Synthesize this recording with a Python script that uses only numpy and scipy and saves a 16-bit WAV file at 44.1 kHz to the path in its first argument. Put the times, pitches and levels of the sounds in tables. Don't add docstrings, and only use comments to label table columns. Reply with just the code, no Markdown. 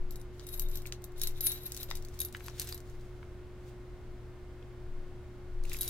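import sys
import numpy as np
from scipy import signal
from scipy.fft import rfft, irfft, next_fast_len
from scipy.io import wavfile
from scipy.ndimage import uniform_filter1d, map_coordinates

SR = 44100
rng = np.random.default_rng(int(sys.argv[2]) if len(sys.argv) > 2 else 0)


def put_to_file(sound):
    columns = np.atleast_2d(sound).T
    safe = np.clip(columns, -1, 1)
    whole_steps = np.round(safe * 32767)
    wavfile.write(sys.argv[1], SR, whole_steps.astype(np.int16))


def invert_db(x):
    u = np.asarray(x, float) / 20
    return 10 ** u


N = 260039

# pitch_hz, level_db (per Hz)
AIR_COLOUR = [(15, -58), (25, -2), (108, -7), (167, -11.5), (273, -13), (358, -11.5), (422, -16.5),
              (1060, -23.5), (1150, -24), (1470, -25), (1980, -28.5), (2150, -28.5), (2330, -30.5),
              (13300, -48), (16500, -48)]
AIR_DB = -53.5
# pitch_hz, likeness (1 = the same)
LIKENESS = [(60, 0.48), (180, 0.94), (550, 0.87), (1650, 0.58), (4970, 0.34), (15000, -2.5)]
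# pitch_hz, level_db, waver_db
HUM_TONES = [(59.5, -61, 1.5), (118.6, -66, .8), (120.4, -54, .8), (360.8, -54, .5), (619, -76, 1.5),
             (722, -80, 1.5), (1082, -79, 1.5), (1443, -80, 1.5), (1803, -84, 1.5), (2116, -80, 1.5),
             (7833, -99, 1.5)]
# pitch_hz, width_hz, level_db
DRONES = [(44.5, 5.3, -53), (75.24, 2, -55.5), (87.7, 10, -62), (199, 5, -74), (12970, 530, -100)]

# start_s, level_db, hold_s
JOLTS = [
    (0, -29.5, .02),
    (0.642, -30, 0.047),
    (1.237, -32.5, 0.068),
    (1.942, -36.5, .04),
    (2.97, -41.5, 0.0099),
    (4.097, -44, 0.011),
    (4.926, -36, 0.062),
    (5.603, -29.5, 0.033),
]
DESK_HZ, DESK_REST_DB = 17.5, -55
JOLT_RISE_DB_S, JOLT_FALL_DB_S = 120, 79.5

# start_s, peak_s,
# end_s, scrape_db, ring_db
SWINGS = [(.06, 0.127, .27, -68, -79), (.33, 0.445, .47, -63, -67), (0.46, 0.477, .55, -59, -54),
          (0.49, 0.537, .6, -57, -41), (.55, 0.62, 0.696, -60, -47), (.67, 0.75, .84, -56.5, -50),
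          (0.844, .865, 0.895, -55, -56), (.92, .93, 0.97, -61, -57), (1.0, 1.043, 1.0958, -72, -80),
          (1.162, 1.24, 1.318, -50.5, -45.5), (1.32, 1.385, 1.4022, -56.5, -52),
          (1.405, 1.408, 1.45, -58, -49), (1.406, 1.471, 1.539, -46.5, -24.5),
          (1.47, 1.505, 1.637, -51.5, -38), (1.644, 1.659, 1.7233, -53, -45),
          (1.67, 1.813, 1.875, -51.5, -51), (1.88, 1.887, 1.974, -54.5, -57),
          (1.94, 1.96, 2.036, -53.5, -77), (2.028, 2.173, 2.199, -60, -74),
          (2.194, 2.21, 2.297, -55.5, -41), (2.323, 2.34, 2.4073, -58, -72),
            (2.396, 2.47, 2.547, -53.5, -60), (2.53, 2.585, 2.603, -50, -75),
            (2.594, 2.617, 2.683, -45, -60), (2.64, 2.69, 2.7315, -47.5, -62),
            (2.62, 2.725, 2.795, -57.5, -51), (2.8, 2.9, 3.3, -66, -86), (3.6, 3.67, 3.7697, -65.5, -97),
            (5.02, 5.06, 5.105, -72, -99), (5.636, 5.739, 5.8, -49, -57), (5.805, 5.813, 6.1, -47.5, -35.5)]
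SCRAPE_EDGE_DB, RING_EDGE_DB = 12, 22.5
START_STEEP, STILL_STEEP = 15, 2.6
# pitch_hz, level_db (per Hz)
SCRAPE_COLOUR = [(700, -22), (1500, 1), (3000, 2.5), (4500, 2.5), (6500, 2.5), (10000, -3), (13000, -4),
                 (15600, -3)]

# pitch_hz, level_db, t60_s (while rattling)
BOWS = [(11990, -4, .2), (12060, -5, .15), (12150, -2, .12), (12330, -10, .1), (12480, -4, .18),
        (12545, -3, .2), (12650, -2, .15), (12710, -3, .15), (13050, -12, .1)]
# pitch_hz, level_db, t60_s (while rattling)
BLADES = [(10340, -6, .15), (10540, -6, .1), (10600, 0, .15)]
# pitch_hz, level_db, t60_s (while rattling)
BENDS = [(3650, -5, .04), (3730, -2, .06), (3850, 0, .06), (3920, -2, .05), (3980, -2, .05),
         (4150, -4, .04), (4280, -7, .03)]
BLADE_RATTLE_DB, BEND_RATTLE_DB, JOSTLE_DB = -4.5, -6, 4
BEND_SHARE = 0.5

# start_s, crack_db (peak), blade_db, bow_db
LONG_KEY = [(0.108, -45, -64, -50), (.1224, -52, -58, -71), (.198, -60, -56.5, -69),
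            (0.4675, -42.5, -48, -48), (.5761, -50, -52, -48.5), (.714, -47.5, -60, -59),
            (0.7562, -39, -62, -41.5), (0.863, -45, -78, -50.5), (1.4685, -25, -40, -37),
            (1.6337, -50, -70, -48), (1.8004, -60, -49, -49), (1.8104, -46, -54, -46),
            (1.8308, -37, -60, -38), (2.203, -33, -31, -35), (2.2162, -31.5, -37.5, -32),
            (2.2494, -39.5, -45, -35.5), (2.4407, -54, -61, -62), (2.5967, -26.5, -55, -41),
            (2.617, -33.5, -47, -41), (2.6438, -60, -54, -44), (2.7447, -42.5, -67, -44),
            (5.732, -37, -47, -45)]
# start_s, crack_db (peak), blade_db, bow_db
SHORT_KEY = [(0.1577, -43.5, -48, -57), (0.4886, -41, -47, -47), (0.5404, -41.5, -48, -42),
             (0.5957, -29.5, -41, -28.5), (.6194, -45, -41, -50), (.6864, -48, -59, -52),
             (.6974, -67, -54, -52), (.7724, -41, -64, -43), (1.041, -42, -47.5, -47),
             (1.179, -55, -55, -56), (1.197, -45, -56, -57), (1.2155, -28.5, -31.5, -36),
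             (1.235, -31, -37, -29.5), (1.2724, -30, -36, -36), (1.4077, -34, -34, -31.5),
             (1.5182, -33, -35, -41), (1.7464, -38, -61, -53), (1.7656, -36.5, -48, -53),
             (1.9035, -41.5, -50, -52), (1.9536, -37, -41, -52), (2.1905, -38.5, -58, -48),
             (2.462, -47, -57, -52), (2.6892, -42, -51, -48), (5.7383, -39.5, -50, -60),
             (5.768, -43, -51, -45), (5.788, -43, -42, -47), (5.8097, -35, -27.5, -28),
             (5.8197, -34.5, -49, -37.5), (5.8308, -33, -52, -41), (5.878, -32.5, -33, -44)]
# start_s, crack_db (peak)
TICKS = [(.214, -49.5), (.82, -48.5), (.8707, -41), (1.02, -54), (1.1199, -57), (1.1714, -64),
         (1.3064, -63), (1.6644, -45), (1.7202, -33), (1.774, -37), (1.971, -43), (2.024, -48),
         (2.0492, -43), (2.0854, -49), (2.141, -55), (2.285, -50.5), (2.326, -45.5), (2.368, -45.5),
         (2.6051, -43), (2.6726, -40), (2.7773, -44.5), (2.8036, -51), (2.8985, -55.5), (5.6376, -48),
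         (5.6534, -48), (5.696, -40.5)]
TICK_BLADE_DB, TICK_BOW_DB = -27, -21.5
LONG_T60_S, SHORT_T60_S = 0.12, 0.063
BAR_RATIO, FIRST_BEND_DB = 2.756, -8.5
RING_T60_S, CHOKE_DB_PER_DB = 0.056, 0.14
# pitch_hz, level_db (per Hz)
CRACK_COLOUR = [(1500, -16.5), (3200, -7), (4200, 1.5), (8000, 2), (12500, -3), (15600, -1.5)]

# start_s, level_db (peak), pitch_hz, width_octaves, crack_db
KNOCKS = [(0.396, -37, 4400, 1.1, -58), (.404, -45.5, 4470, .75, -64), (.41, -48, 4301, .9, -62),
          (0.8558, -36.5, 2250, 0.48, -48), (0.9236, -22.5, 3499, 1.9007, -28), (.935, -56, 4290, 1.4, -52),
          (1.89, -44, 550, 0.29, -75), (1.912, -23.5, 2400, 1.948, -48), (2.3485, -29.5, 1940, 1.045, -59),
          (2.4066, -40.5, 2000, 1.197, -62), (2.4832, -28, 2200, 3.2995, -53),
          (2.498, -40, 4821, 0.68, -55), (2.725, -31.5, 4270, 0.41, -23),
          (3.2294, -42.5, 1400, 1.0963, -80), (4.6264, -50, 2800, 0.55, -71),
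          (5.651, -41.5, 2550, .56, -57), (5.7178, -30.5, 2320, .45, -43.5), (5.745, -35, 2280, 0.47, -46)]
THUD_DB = 7.5

# start_s, left_louder_db, left_earlier_samples
HAND = [
    (0, 3, 1.54),
    (.5, 3.5, 3.46),
    (1.9, 3, 3.06),
    (2.3, 3.5, 0.65),
    (2.7, 1.5, 0.97),
    (5.9, 1.5, 0.98),
]
ROOM_T60_S, ROOM_DB = 0.11, -10


def rms_one(x):
    return x / np.sqrt(np.mean(x ** 2) + 1e-20)


def in_time(rows, outside=None):
    s, *columns = np.transpose(rows)
    return [np.interp(np.arange(N) / SR, s, column, outside, outside) for column in columns]


def at_hz(points, hz):
    point_hz, value = np.transpose(points)
    return np.interp(np.log(hz + 1), np.log(point_hz + 1), value)


def coloured(x, spectrum):
    size = next_fast_len(N)
    gain = invert_db(at_hz(spectrum, np.fft.rfftfreq(size, 1 / SR)))
    return irfft(rfft(x, size) * gain, size)[..., :N]


def drift(rate_hz):
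    points = rng.standard_normal(400)
    return np.interp(np.arange(N) / SR * rate_hz, np.arange(len(points)), points)


def ring(x, hz, t60):
    r = invert_db(-60 / (t60 * SR))
    w = 2 * np.pi * hz / SR
    return signal.lfilter([0, np.sin(w)], [1, -2 * r * np.cos(w), r * r], x + 1e-18)


def add(out, s, x):
    at = round(s * SR)
    out[:, at:at + x.shape[-1]] += x[..., :N - at]


def air():
    size = next_fast_len(N)
    hz = np.fft.rfftfreq(size, 1 / SR)
    alike = np.clip(at_hz(LIKENESS, hz), 0, 1)
    mid, side = rfft(rng.standard_normal((2, size))) * invert_db(at_hz(AIR_COLOUR, hz))
    pair = np.sqrt(1 + alike) * mid + np.sqrt(1 - alike) * side * [[1], [-1]]
    return invert_db(AIR_DB) * rms_one(irfft(pair, size)[:, :N])


def hum():
    t = np.arange(N) / SR
    out = np.zeros(N)
    for hz, db, waver_db in HUM_TONES:
        level = np.sqrt(2) * invert_db(db + waver_db * drift(2.9))
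        out += level * np.sin(2 * np.pi * (hz * t + rng.random()))
    for hz, width_hz, db in DRONES:
        t60 = np.log(1000) / np.pi / width_hz
        out += invert_db(db) * rms_one(ring(rng.standard_normal(N), hz, t60))
    return out


def desk():
    t = np.arange(N) / SR
    level_db = DESK_REST_DB
    for s, db, hold in JOLTS:
        drop_db = np.maximum(JOLT_RISE_DB_S * (s - t), JOLT_FALL_DB_S * (t - s - hold)).clip(0)
        level_db = np.maximum(level_db, db - drop_db)
    turns = np.cumsum(DESK_HZ * (1 + 0.14 * drift(5.5))) / SR
    shake = np.sqrt(2) * invert_db(level_db) * np.sin(2 * np.pi * turns)
    return shake * invert_db(np.array([[1.5], [-1.5]]))


def swing_levels():
    start, peak, end, scrape_db, ring_db = np.transpose(SWINGS)[:, :, None]
    t = np.arange(0, N, 32) / SR
    away = np.maximum((peak - t) / (peak - start), (t - peak) / (end - peak))
    steep = np.where(t < peak, START_STEEP, STILL_STEEP)
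    away = away + steep * np.clip(away - 1, 0, None)
    levels = np.max([scrape_db - SCRAPE_EDGE_DB * away, ring_db - RING_EDGE_DB * away], axis=1)
    return in_time(np.transpose([t, *levels]))


def grains(per_s, spread_db):
    out = np.zeros(N)
    place, size, sign = rng.random((3, per_s * N // SR))
    at = (place * N).astype(int)
    sizes_db = spread_db * np.minimum(-np.log(size + 1e-9), 4) + 3.5 * drift(55)[at]
    out[at] = invert_db(sizes_db) * np.sign(sign - .5)
    return out


def evened(x):
    return x / np.sqrt(uniform_filter1d(x ** 2, size=2500) + 1e-12)


def jostled(modes):
    pair = np.zeros((2, N))
    for k, (hz, db, t60) in enumerate(modes):
        touches = grains(300, spread_db=3.0) * invert_db(db + 9 * drift(12))
        x = ring(touches, hz, .45 * t60)
        pair += np.array([x, np.roll(x, k % 3 + 1)])
    return evened(pair) * invert_db(5 * drift(45))


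def rattle():
    scrape_db, ring_db = swing_levels()
    bend_db = BEND_RATTLE_DB + scrape_db + BEND_SHARE * (ring_db - scrape_db)
    shared = grains(2500, spread_db=4.5)
    own = np.array([grains(5000, spread_db=2.5), grains(5000, spread_db=2.5)])
    scrape = invert_db(scrape_db - 0.5) * rms_one(coloured(shared + 1.46 * own, SCRAPE_COLOUR))
    bends = invert_db(bend_db) * jostled(BENDS)
    keys = invert_db(BLADE_RATTLE_DB) * jostled(BLADES) + jostled(BOWS)
    return scrape + bends + invert_db(ring_db - JOSTLE_DB) * keys


def crack(noise, tail_db, t60):
    fade = invert_db(tail_db - 60 * np.arange(noise.shape[1]) / SR / t60)
    spray = (noise[0] + 1.01 * noise[1:]) * fade
    spray[:, 0] = 1
    return spray


def dying(hz, db, t60, phase):
    t = np.arange(int(t60 * SR)) / SR
    waves = np.sin(2 * np.pi * (hz[:, None] * t + phase[:, :, None]))
    return np.sum(invert_db(db)[:, None] * waves, axis=1) * invert_db(-60 * t / t60)


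def clinks():
    rings, cracks = np.zeros((2, 2, N))
    bow_hz, bow_level_db, _ = np.transpose(BOWS)
    ticks = [(s, db, db + TICK_BLADE_DB, db + TICK_BOW_DB) for s, db in TICKS]
    long_touches = [(*row, BLADES[0][0], LONG_T60_S) for row in LONG_KEY]
    short_touches = [(*row, BLADES[2][0], SHORT_T60_S) for row in SHORT_KEY + ticks]
    for s, crack_db, blade_db, bow_db, hz, blade_t60 in sorted(long_touches + short_touches):
        luck = rng.random((4, len(BOWS)))
        noise = rng.standard_normal((3, 1300))
        add(cracks, s, invert_db(crack_db + 10.5) * crack(noise, tail_db=-11, t60=0.018))
        blade_hz = np.array([hz, hz / BAR_RATIO])
        blade_levels_db = blade_db + np.array([0, FIRST_BEND_DB])
        add(rings, s, dying(blade_hz, blade_levels_db, blade_t60, .25 * luck[:2, :2]))
        bow_t60 = np.clip(RING_T60_S * invert_db(-CHOKE_DB_PER_DB * (bow_db + 55)), .03, .12)
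        bow_levels_db = bow_db - 4 + bow_level_db + 26 * (luck[0] - .5)
        add(rings, s, dying(bow_hz, bow_levels_db, bow_t60, luck[1] + .5 * luck[2:]))
    return rings + coloured(cracks, CRACK_COLOUR)


def knocks():
    bodies, bright, thud = np.zeros((3, 2, N))
    for s, db, hz, octaves, crack_db in KNOCKS:
        blow = crack(rng.standard_normal((3, 1300)), tail_db=-13.5, t60=0.011)
        half = 2 ** (np.clip(octaves, .3, 3.5) / 2)
        body_band = signal.butter(2, [hz / half, hz * half], "band", fs=SR, output="sos")
        body = signal.sosfilt(body_band, blow)
        add(bodies, s, invert_db(db) * body / np.max(abs(body)))
        add(bright, s, invert_db(crack_db) * blow)
        add(thud, s, invert_db(db + THUD_DB) * blow)
    palm_band = signal.butter(2, [1000, 2400], "band", fs=SR, output="sos")
    return bodies + coloured(bright, CRACK_COLOUR) + signal.sosfilt(palm_band, thud + 1e-18)


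def placed(x):
    pan_db, lead = in_time(HAND)
    late = map_coordinates(x[1], [np.arange(N) - lead], order=3)
    direct = np.array([x[0] * invert_db(pan_db / 2), late * invert_db(-pan_db / 2)])
    t = np.arange(SR // 2) / SR
    tail = rng.standard_normal((2, len(t))) * (t > .004) * invert_db(-60 * t / ROOM_T60_S)
    tail = invert_db(ROOM_DB) * tail / np.linalg.norm(tail[0])
    return direct + signal.fftconvolve(direct, tail, axes=1)[:, :N]


def scene():
    room = air() + hum() + desk()
    return room + placed(rattle() + clinks() + knocks())


def top_cut(x):
    return signal.sosfilt(signal.butter(12, 16680, fs=SR, output="sos"), x)


def record(dry):
    low_pass = signal.cheby2(12, 28, 16150, fs=SR, output="sos")
    mix = signal.sosfilt(low_pass, dry)
    return top_cut(mix)


dry = scene()
out = record(dry)
put_to_file(out)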